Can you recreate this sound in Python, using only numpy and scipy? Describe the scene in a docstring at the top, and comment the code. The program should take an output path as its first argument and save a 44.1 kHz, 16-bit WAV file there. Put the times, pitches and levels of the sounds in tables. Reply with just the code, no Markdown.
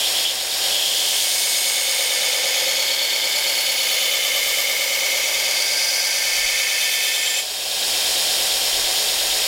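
"""Workshop: on a running belt grinder a steel knife blade chatters, is drawn from heel to tip and lifts off.
Grit is looped noise read by belt position, so the hiss repeats about nine times a second, once a lap.
Cutting grit drives resonators for the blade's modes, which swell as the contact slides; chatter and slap
are gated grit through resonances; hiss, frame, hum, drone and rumble lie below.
A gain control holds loud passages down, then recovers.
"""
import sys
import numpy as np
from scipy import signal
from scipy.fft import rfft, irfft, next_fast_len
from scipy.io import wavfile
from scipy.ndimage import uniform_filter1d, minimum_filter1d, map_coordinates

SR = 44100
rng = np.random.default_rng(int(sys.argv[2]) if len(sys.argv) > 2 else 0)


def transcribe(u):
    """Save the signal u as a 16-bit wav file named by the first command-line argument.

    u: samples, shape (n,) or (channels, n), limited to [-1, 1]; the rate is SR.
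    q: integer samples, one column per channel.
    """
    v = np.clip(np.atleast_2d(u).T, -1, 1)
    q = np.round(v * 32767).astype(np.int16)
    wavfile.write(sys.argv[1], SR, q)


N = 417627


def from_db(db):
    """Decibels to gain."""
    return 10 ** (np.asarray(db) / 20)


def rms_one(x):
    """Scale to unit rms."""
    return x / np.sqrt(np.mean(x ** 2) + 1e-20)


def seconds():
    """Time of every sample."""
    return np.arange(N) / SR


def in_time(rows):
    """Columns of a breakpoint curve at every sample."""
    s, *columns = np.transpose(rows)
    return [np.interp(seconds(), s, column) for column in columns]


def bell(distance):
    """Gaussian of height 1; distance in standard deviations."""
    return np.exp(-.5 * distance ** 2)


def drift(knots_per_s):
    """Slow smooth random curve, unit rms."""
    knots = rng.standard_normal(4096)
    coarse_s = seconds()[::32]
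    curve = map_coordinates(knots, [coarse_s * knots_per_s], mode="wrap")
    return rms_one(np.interp(seconds(), coarse_s, curve))


def resonate(x, f_hz, width_hz):
    """Two-pole resonance, unit rms."""
    r = np.exp(-np.pi * width_hz / SR)
    poles = [1, -2 * r * np.cos(2 * np.pi * f_hz / SR), r * r]
    return rms_one(signal.lfilter([1, 0, -1], poles, x))


def colour(x, spectrum):
    """Shape noise to a spectrum, interpolated over log frequency; unit rms."""
    size = next_fast_len(N)
    f_hz, level_db = np.transpose(spectrum)
    bins_hz = np.maximum(np.arange(size // 2 + 1) * SR / size, 1)
    gain = from_db(np.interp(np.log(bins_hz), np.log(f_hz), level_db))
    return rms_one(irfft(rfft(x, size) * gain, size)[:N])


def looped(laps, count):
    """Random pattern of count features around the belt, read as it passes."""
    pattern = signal.resample(rng.standard_normal(count), count * 8)
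    return rms_one(np.interp(laps % 1 * len(pattern), np.arange(len(pattern)), pattern))


def grit(laps, fresh, lumpy_db):
    """Grains strike in lap order, in lumps; sideways tracking swaps grains, and some strikes are new."""
    track_rad = 0.81 * drift(1.284)
    grains = np.cos(track_rad) * looped(laps, count=5000) + np.sin(track_rad) * looped(laps, count=5000)
    strikes = grains + fresh * rng.standard_normal(N)
    return rms_one(strikes * from_db(lumpy_db * looped(laps, count=80)))


TOUCH_S, BITE_S, PRESS_S, LIFT_S, LIFT_DB_PER_S = 0.73, .14, 1.0, 7.4, 400  # BITE, PRESS: rise times


def contact(attack_s):
    """Blade force on the belt, 0-1: builds from the touch, holds, dies at the lift."""
    t = seconds()
    build = np.clip((t - TOUCH_S) / attack_s, 0, 1)
    return build * from_db(-LIFT_DB_PER_S * np.clip(t - LIFT_S, 0, 1))


NODE_SWING_DB, NODE_OFFSET = 2, 0.51  # swing either way; pattern offset at the tip, node spacings


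def mode_gain(place, nodes, best_place, reach, rise_db):
    """A mode swells near its best place and dips as the contact crosses its nodes."""
    squared_distance = (place - best_place) ** 2 / (reach ** 2 + 1e-12)
    nearness = np.exp(-.5 * np.minimum(squared_distance, 100))
    node_pattern = np.cos(2 * np.pi * (nodes * (1 - place) + NODE_OFFSET))
    return from_db(rise_db * nearness + NODE_SWING_DB * node_pattern)


# grit cutting steel, spectrum shape: f/Hz, relative level/dB
CUTTING_SPECTRUM = [(400, -27.5), (1000, -20), (1400, -21), (2300, -18), (4500, 2), (6500, -1),
                    (9000, -3.5), (12000, -7), (15500, -9.5)]
# cutting hiss along the stroke: t/s, relative level/dB
CUTTING_LEVEL = [(.85, 0.5), (1.25, 6.5), (1.6, 5), (2.5, -3), (3.4, -14), (4.5, 5.5), (5.4, -5), (6, 4),
                 (7.4, 1.5)]
# hand-held blade modes: f/Hz, width/Hz, relative level/dB, nodes/blade length,
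# best place/0-1 (heel-tip), reach/blade length, rise there/dB
BLADE_MODES = [(530.5, 28, -42.5, 1.63, 0.24, 0.09, 10.5), (569, 48, -45.5, 1.7, 0.5, 0.25, 16),
               (881, 47, -41.5, 2.17, 0.17, 0.05, 4), (1158, 31, -51.5, 2.7, 0.59, 0.15, 16.0),
               (1186, 150, -43, 2.0, 0.2, 0, -1), (1582, 25, -42.5, 2.2, 0.76, 0.05, 9.5),
               (1790, 29, -39.0, 3.2, 0.95, 0.14, 9.0), (2110, 18, -41.5, 3.2, 0.64, 0.23, 14.5),
               (2217, 38, -35, 3.5, 0.68, 0.33, 10.5), (2200, 157, -27.5, 2.95, 0.92, 0.06, 5.5),
               (2574, 65, -33.0, 4.44, 1, 0.2, 11.5), (2997, 200, -28, 3.92, 0.49, 0.06, 9.5),
               (3185, 48.0, -36.5, 3.44, 1, 0.1, 16), (3330, 270, -35.5, 4.54, 0.35, 0.29, 12.5),
               (3543, 45, -30.5, 5.0, 0.97, 0.05, 8.5), (4428, 61.0, -27, 6.07, 0.35, 0.08, 7),
               (4607, 190, -29, 5.2, 0.78, 0.09, 11), (4960, 63, -29.5, 5.64, 0.76, 0.02, 8),
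               (5900.0, 73, -38, 6.4, 0.77, 0.25, 13), (6590, 240, -29, 4.47, 0.08, 0.08, 5),
               (7333, 76.0, -35, 3.7, 1, 0.04, 16.5), (8540, 24, -39, 5.7, 0.94, 0.05, 9.0),
               (8820, 380.0, -41.0, 5.33, 0.04, 0.1, 20.5), (9280, 77, -43.5, 5.7, 0.74, 0.09, 14),
               (10220, 35, -40, 4.35, 0.4, 0.09, 10), (10470, 32, -48, 6.3, 0.98, 0.28, 20.0),
               (11530, 73, -39.0, 5.8, 0.0, 0.06, 7), (12250, 77, -38.5, 7.4, 0.54, 0.13, 10.0),
               (13840, 103.0, -41.5, 6.9, 0.93, 0.06, 12.0), (14440, 85.0, -44, 8.4, 0.35, 0.2, 10.0),
               (15230.0, 96.0, -46.5, 6.0, 0.5, 0.21, 15)]
HEEL_S = 1.3  # heel (place 0) passes here, tip (place 1) at the lift
SCRATCH_DB, RING_DB = -23.5, 0.94  # offsets added to the tables' levels


def grinding(laps):
    """Grit cuts the steel and rings the blade; modes take turns as the contact slides from heel to tip."""
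    place = (seconds() - HEEL_S) / (LIFT_S - HEEL_S)
    scratch_db, = in_time(CUTTING_LEVEL)
    cutting = grit(laps, fresh=0.41, lumpy_db=1.86)
    # each mode gets the cutting noise with its own random lag, under 5 ms, so modes do not flicker in step
    lags = rng.integers(0, SR // 200, len(BLADE_MODES))
    ring = 0
    for (f_hz, width_hz, level_db, *shape), lag in zip(BLADE_MODES, lags):
        mode = resonate(np.roll(cutting, lag), f_hz, width_hz)
        ring = ring + from_db(RING_DB + level_db) * mode_gain(place, *shape) * mode
    hiss = colour(grit(laps, fresh=0.72, lumpy_db=2.5), CUTTING_SPECTRUM)
    scratch = from_db(SCRATCH_DB + scratch_db) * hiss
    unsteady_hand = from_db(0.27 * drift(26))
    return unsteady_hand * (contact(BITE_S) * scratch + contact(PRESS_S) * ring)


# chatter bursts of the lightly held blade: start t/s, length/s, level/dB
CHATTER_BURSTS = [(-.01, 0.13, -23), (0.142, 0.095, -22), (0.24, 0.099, -18.5), (0.63, 0.048, -23.5),
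                  (0.658, 0.77, -19.5)]
BURST_ATTACK, BURST_RELEASE = 0.13, 0.28  # shares of burst length


def chatter(laps):
    """In bursts until it settles, the blade bounces five times a lap, exciting two resonances in series."""
    strength = 0
    for start_s, length_s, level_db in CHATTER_BURSTS:
        gone = (seconds() - start_s) / length_s
        envelope = np.clip(np.minimum(gone / BURST_ATTACK, (1 - gone) / BURST_RELEASE), 0, 1)
        strength = strength + from_db(level_db) * envelope
    bounce = np.cos(2 * np.pi * 5 * laps)
    strikes = grit(laps, fresh=0.67, lumpy_db=3.0) * from_db(1.5 * bounce)
    return strength * resonate(resonate(strikes, f_hz=3040, width_hz=350), f_hz=3400, width_hz=330)


# parts of the belt's buzz on the platen: phase/lap, half length/lap, f/Hz, width/Hz, relative level/dB
PLATEN_SLAP = [(.42, .1, 3200, 600, -3.5), (.51, .035, 3680, 550, -3.5), (.61, .1, 3450, 800, -4)]
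SLAP_DB = -33


def slap(laps):
    """Once a lap the splice and the wavy stretch around it buzz against the platen."""
    ripple = np.cos(2 * np.pi * 25 * laps)
    strikes = grit(laps, fresh=0.98, lumpy_db=-0.5) * from_db(6.4 * ripple)
    out = 0
    for phase, half_length, f_hz, width_hz, level_db in PLATEN_SLAP:
        offset_laps = (laps - phase + .5) % 1 - .5
        passing = bell(offset_laps / half_length)
        buzz = resonate(resonate(strikes * passing, f_hz, width_hz), f_hz, width_hz)
        out = out + from_db(SLAP_DB + level_db) * buzz
    return out


# free-running belt on its wheels, spectrum shape: f/Hz, relative level/dB
RUNNING_SPECTRUM = [(90, -51), (125, -40), (180, -18), (250, -22.5), (380, -18.5), (560, -4.5), (750, -7.5),
                    (1250, -15), (1850, -9.5), (3240, -3.5), (5060, -4), (6080, -11), (8200, -7.5),
                    (15500, -15.5)]
# frame, platen and wheel resonances: f/Hz, width/Hz, level/dB
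FRAME_MODES = [(351.2, 8.4, -50), (428.2, 11, -47), (532, 17, -42.5), (604.5, 20, -41.5), (749, 25, -38.5),
               (1643, 30, -43.5), (2674, 21, -41), (3200, 32, -34), (3323, 50, -34), (3705, 19, -34),
               (4163, 43, -36), (4450, 260, -31.5), (4594, 20, -42), (5050, 280, -28), (5500, 120, -35.5),
               (6630, 250, -33.5)]
RUNNING_DB, HUM_DB, DRONE_DB = -20.5, -56.5, -55.5


def machine(laps):
    """The belt hisses over its wheels and shakes the frame; the motor hums below, less so under load."""
    rolling = from_db(RUNNING_DB) * colour(grit(laps, fresh=0.84, lumpy_db=0.86), RUNNING_SPECTRUM)
    shaking = grit(laps, fresh=0.67, lumpy_db=0.5)
    frame = sum(from_db(level_db) * resonate(shaking, f_hz, width_hz)
                for f_hz, width_hz, level_db in FRAME_MODES)
    hum = rms_one(np.sin(2 * np.pi * 102.3 * seconds() + .4 * drift(5)))
    drone_spectrum = [(15, -26), (48, 4), (75, -6), (125, -24), (180, -15), (300, -36), (900, -93)]
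    drone = colour(rng.standard_normal(N), drone_spectrum)
    load_gain = from_db(-5.0 * contact(PRESS_S))
    return rolling + frame + load_gain * (from_db(HUM_DB) * hum + from_db(DRONE_DB) * drone)


# rumble swells: centre t/s, half length/s, level/dB
RUMBLE_SWELLS = [(4.5, 0.19, -48), (5.4, .06, -49), (6.42, 0.13, -40), (8.5, 0.35, -56),
                 (8.79, 0.044, -40.5), (9.298, 0.18, -48)]


def rumble():
    """Soft swells of deep coloured noise."""
    strength = 0
    for centre_s, half_length_s, level_db in RUMBLE_SWELLS:
        distance = np.clip((seconds() - centre_s) / half_length_s, -10, 10)
        strength = strength + from_db(level_db) * bell(distance)
    spectrum = [(10, -5), (32, 4), (70, -11), (150, -24), (600, -80)]
    return strength * colour(rng.standard_normal(N), spectrum)


# belt speed, a little higher while the drive works against the blade: t/s, speed/(laps/s)
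BELT_SPEED = [(0, 8.75), (1.1, 8.74), (1.6, 8.835), (3, 8.93), (5.3, 8.94), (6, 8.92), (7.35, 8.915),
              (7.75, 8.77), (8.2, 8.735), (9.47, 8.73)]


def scene():
    """Grit, chatter and slap follow the belt's travel, which flutters very slightly; both channels alike."""
    laps_per_s, = in_time(BELT_SPEED)
    laps = np.cumsum(laps_per_s) / SR + 0.00012 * drift(25)
    sound = grinding(laps) + chatter(laps) + slap(laps) + machine(laps) + rumble()
    return np.stack([sound, sound])


def gain_control(x, limit_db, hold_s, release_db_per_s):
    """Gain drops at once when the level passes the limit, waits, then climbs back."""
    level_db = 10 * np.log10(np.maximum(uniform_filter1d(x[0] ** 2, size=800), 1e-12))
    hold = max(int(hold_s * SR), 1)
    over_db = np.maximum(level_db - limit_db, 0)
    held_db = -minimum_filter1d(-over_db, hold, origin=(hold - 1) // 2)
    ramp_db = release_db_per_s * seconds()
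    cut_db = np.maximum.accumulate(held_db + ramp_db) - ramp_db
    return x * from_db(-uniform_filter1d(cut_db, size=200))


CUTOFF_HZ = 15850


def record(dry):
    """Gain control, then a steep elliptic low-pass."""
    held = gain_control(dry, limit_db=-18.7, hold_s=.2, release_db_per_s=18.0)
    return signal.sosfilt(signal.ellip(12, .1, 80, CUTOFF_HZ, fs=SR, output="sos"), held)


dry = scene()
out = record(dry)
transcribe(out)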